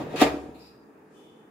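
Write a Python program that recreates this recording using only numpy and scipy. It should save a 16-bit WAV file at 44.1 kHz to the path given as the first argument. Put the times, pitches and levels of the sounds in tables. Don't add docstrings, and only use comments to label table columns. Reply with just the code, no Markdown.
import sys
import numpy as np
from scipy import signal
from scipy.io import wavfile

SR = 44100
rng = np.random.default_rng(int(sys.argv[2]) if len(sys.argv) > 2 else 0)


def master_out(mix):
    frames = np.transpose(np.atleast_2d(mix))
    ceiling = np.clip(frames, -1, 1)
    pcm = np.round(ceiling * 32767).astype(np.int16)
    wavfile.write(sys.argv[1], SR, pcm)


N = 66150
T = np.arange(N) / SR

# start_s, thud_db, clatter_db, snap_db
CONTACTS = [(0.0, -23, -25.5, -60), (0.01, -23, -29.5, -60), (0.119, -34.5, -39.5, -50),
            (0.2132, 2.5, 1.5, 5.5), (0.2198, -18.5, -3, -22), (0.228, -45, -9.5, -7.5),
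            (0.259, -14.5, -13.5, -38)]
# pitch_hz, likeness (1 = the same in both), left_minus_right_db
STEREO = [(50, 1, 9), (150, 0.94, -2), (330, 0.88, 1.9), (600, 0.53, -2), (1200, 0, .5), (2800, 0.18, 1.5),
          (12000, 0, 4)]


def from_db(db):
    return 10 ** (np.asarray(db) / 20)


def rms_one(x):
    return x / np.sqrt(np.mean(x ** 2) + 1e-20)


def in_time(rows):
    return from_db(np.interp(T, *np.transpose(rows)))


def at_hz(rows, hz):
    pitches, *columns = np.transpose(rows)
    return [np.interp(np.log(hz), np.log(pitches), column) for column in columns]


def fade(fade_s):
    return np.exp(-np.log(1000) * T / fade_s)


def drift(rate_hz):
    memory = np.exp(-2 * np.pi * rate_hz / SR)
    wobble = signal.lfilter([1], [1, -2 * memory, memory * memory], rng.standard_normal(2 * N))
    return rms_one(wobble[N:])


def high_pass(x, hz):
    return signal.sosfilt(signal.butter(2, hz, "high", fs=SR, output="sos"), x)


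def excite(force, response):
    return signal.fftconvolve(force[None], response, axes=1)[:, :N]


def clicks(times, db):
    out = np.zeros(N)
    np.add.at(out, np.clip(times * SR, 0, N - 1).astype(int), from_db(db))
    return out


def pan(hz):
    return from_db(at_hz(STEREO, hz)[1] * np.array([[.5], [-.5]]))


def noise_bands():
    edges_hz = 22 * 2 ** np.arange(0, 9.6, .5)
    for low, high in zip(edges_hz, edges_hz[1:]):
        band_filter = signal.butter(2, [low, high], "band", fs=SR, output="sos")
        noise = rng.standard_normal((2, N + SR // 2))
        shared, side = signal.sosfilt(np.vstack([band_filter, band_filter]), noise)[:, -N:]
        hz = np.sqrt(low * high)
        alike = np.clip(at_hz(STEREO, hz)[0], -1, 1)
        both_ears = np.sqrt(1 + alike) * shared + np.sqrt(1 - alike) * side * [[1], [-1]]
        yield hz, pan(hz) * rms_one(both_ears)


def coloured_noise(colour, flicker_db):
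    out = 0
    for hz, band in noise_bands():
        level_db = at_hz(colour, hz)[0] + flicker_db * drift(5.7)
        out = out + band * np.sqrt(hz) * from_db(level_db)
    return rms_one(out)


def kitchen(room_db=-53.5, waver_db=-3):
    # pitch_hz, level_db
    hum_tones = [(306.8, -70), (430.7, -64.5)]
    # pitch_hz, relative_level_db
    room_colour = [(15, -76), (25, -53.5), (75, -21), (133, -13), (198, -1), (233, -12), (289, -2.5),
                   (421, -5.5), (598, -13.5), (648, -9), (1340, -19), (1490, -20.5), (1850, -21.5),
                   (3440, -41.5), (15500, -43.5)]
    hum = 0
    for hz, db in hum_tones:
        waver = from_db(waver_db * drift(5.4))
        tone = np.sin(2 * np.pi * hz * T + drift(3))
        hum = hum + from_db(db) * rms_one(waver * tone)
    return from_db(room_db) * coloured_noise(room_colour, flicker_db=1.56) + hum


def rollers():
    # time_s, level_db
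    roll_levels = [(0, -32.5), (.035, -35.5), (.1, -40), (.15, -35.5), (.22, -38), (.4, -44), (.6, -53.5),
                   (.8, -70.5)]
    # pitch_hz, relative_level_db
    roll_colour = [(30, -15), (80, -15), (140, 1.5), (190, -6), (400, -1), (750, -6.5), (1100, -15),
                   (3000, -28), (9000, -46)]
    return in_time(roll_levels) * coloured_noise(roll_colour, flicker_db=-1.5)


def scrape(slips_per_s=910, slip_db=-22, scatter_db=5.5):
    # time_s, relative_level_db
    pressure = [(0, -35), (.06, -30), (.12, -16), (.153, -21), (.158, -2.5), (.172, -0.5), (.208, 6),
                (.218, -63), (.26, -51.5)]
    slips = (rng.random(N) < slips_per_s / SR) * rng.choice([-1, 1], N)
    strength = from_db(slip_db + scatter_db * rng.standard_normal(N))
    keep_highs = signal.butter(1, [1200, 11850], "band", fs=SR, output="sos")
    return signal.sosfilt(keep_highs, slips * strength * in_time(pressure))


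def clink(glass_db=-34, crack_fade_s=0.12, rise_s=0.0028):
    # pitch_hz, crack_db, tail_db, tail_fade_s
    clatter = [(40, -51, -66.5, 1), (104.8, -53, -49.5, 0.37), (260, -45, -49, 0.35),
               (452, -17, -34.5, .55), (750, -35, -31.5, 0.45), (1400, -34.5, -34.5, .42),
               (2660, -25, -40.5, 0.45), (5640, -32.5, -50, 0.5), (9000, -39.5, -61, 0.82),
               (15000, -45.5, -55.5, .36)]
    # pitch_hz, relative_level_db, fade_s
    glass_notes = [(1193, 0, .24), (1440, -8, .25), (1577, -7, .24), (1922, 1, .27), (2257, -3, .26),
                   (2380, -4, .28), (2746, -6, .26), (3085, -7, .13), (3413, -8, .15), (4037, -10, .16)]
    out = 0
    for hz, band in noise_bands():
        crack_db, tail_db, fade_s = at_hz(clatter, hz)
        out = out + band * (from_db(crack_db) * fade(crack_fade_s) + from_db(tail_db) * fade(fade_s))
    for hz, db, fade_s in glass_notes:
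        tone = np.sin(2 * np.pi * (hz * T + rng.random((2, 1))))
        out = out + pan(hz) * from_db(glass_db + db) * fade(fade_s) * tone
    return out * (1 - np.exp(-T / rise_s))


def plate(snap_gain_db=-31, snap_low_hz=3400, slip_snap_db=-0.5):
    start_s, _, clatter_db, snap_db = np.transpose(CONTACTS)
    slips = scrape()
    burst = rng.standard_normal((2, N)) * fade(fade_s=0.065)
    snap = from_db(snap_gain_db) * pan(snap_low_hz) * high_pass(burst, snap_low_hz)
    clinks = excite(clicks(start_s, clatter_db) + slips, clink())
    snaps = excite(clicks(start_s, snap_db) + from_db(slip_snap_db) * slips, snap)
    return clinks + snaps


def box(boom_fade_s=0.089, rise_s=.004, scatter_db=0.4, stereo_spread=.22, fall_db_per_octave=16.5):
    box_pitches = [70.5, 145, 161, 238, 289, 332, 372, 465, 522, 565, 660, 742, 828, 1010, 1120]
    # boom_db, ring_db, ring_fade_s
    box_notes = [(-44.5, -41, 1.0), (-33, -46, 0.86), (-39, -48, 1), (-12.5, -47, .4), (-10.5, -30.5, 0.72),
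                 (-11, -34, 0.27), (-27.5, -39, 0.61), (-12, -35, 0.91), (-38.5, -33.5, .35),
                 (-16, -41.5, 0.61), (-20, -30, 0.49), (-8, -34.5, 0.72), (-39, -37.5, 0.39),
                 (-24, -49, .42), (-27, -48.5, 0.71)]
    # start_s, level_db, strongest_pitch_hz
    bumps = [(0.029, -8, 159), (0.063, -17, 487), (0.135, -8.5, 457), (0.146, -8.5, 405),
             (0.334, -11.5, 344), (0.361, -17, 312), (0.432, -22, 302), (0.452, -28, 303),
             (0.485, -21.5, 287), (0.547, -24.5, 290)]
    hit_s, hit_db, _, _ = np.transpose(CONTACTS)
    bump_s, bump_db, bump_hz = np.transpose(bumps)
    out = 0
    for k, (hz, (boom_db, ring_db, fade_s)) in enumerate(zip(box_pitches, box_notes)):
        angle = 2 * np.pi * hz * T
        direction = (-1) ** k
        boom = direction * from_db(boom_db) * fade(boom_fade_s) * np.cos(angle)
        side = stereo_spread * direction * np.sin(angle) * [[1], [-1]]
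        ring = from_db(ring_db) * fade(fade_s) * (np.cos(angle) + side)
        note = (boom + ring) * (1 - np.exp(-T / rise_s))
        octaves_away = np.abs(np.log2(hz / bump_hz))
        db = np.r_[hit_db, bump_db - fall_db_per_octave * octaves_away]
        force = clicks(np.r_[hit_s, bump_s], db + scatter_db * rng.standard_normal(len(db)))
        out = out + pan(hz) * high_pass(excite(force, note), hz / 2)
    return out


def squeak():
    # (pitch_hz, width_hz, level_db)
    rubs = [(0.538, 0.014, 0.12, 0.48, [(2550, 440, -64.5), (3990, 910, -65), (7300, 1300, -73.5),
            (11700, 5100, -71)]), (.585, 0.019, 0.06, 0.53, [(4870, 180, -59.5), (5360, 450, -67)]),
            (1.09, 0.073, 0.041, 1, [(2590, 890, -73.5), (6300, 6000, -69.5), (10500, 2000, -81)]),
            (1.13, 0.058, .1, 1.0, [(3040, 86, -68.5), (3466, 210, -67.5)])]
    out = 0
    for start_s, rise_s, hold_s, fade_s, pitches in rubs:
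        age_s = T - start_s
        swell = np.clip(age_s / rise_s, 0, 1)
        dying = np.exp(-np.log(1000) * np.maximum(age_s - rise_s - hold_s, 0) / fade_s)
        for hz, width_hz, db in pitches:
            peak = signal.iirpeak(hz, hz / width_hz, fs=SR)
            noise = rng.standard_normal((2, N))
            rubbing = signal.lfilter(*peak, signal.lfilter(*peak, noise))
            out = out + swell * dying * pan(hz) * from_db(db) * rms_one(rubbing)
    return out


def scene():
    return box() + plate() + rollers() + squeak() + kitchen()


def record(dry, low_cut_hz=31, top_cut_hz=15750):
    limited = np.clip(high_pass(dry, low_cut_hz), -1, 1)
    return signal.sosfilt(signal.ellip(12, .1, 80, top_cut_hz, fs=SR, output="sos"), limited)


dry = scene()
out = record(dry)
master_out(out)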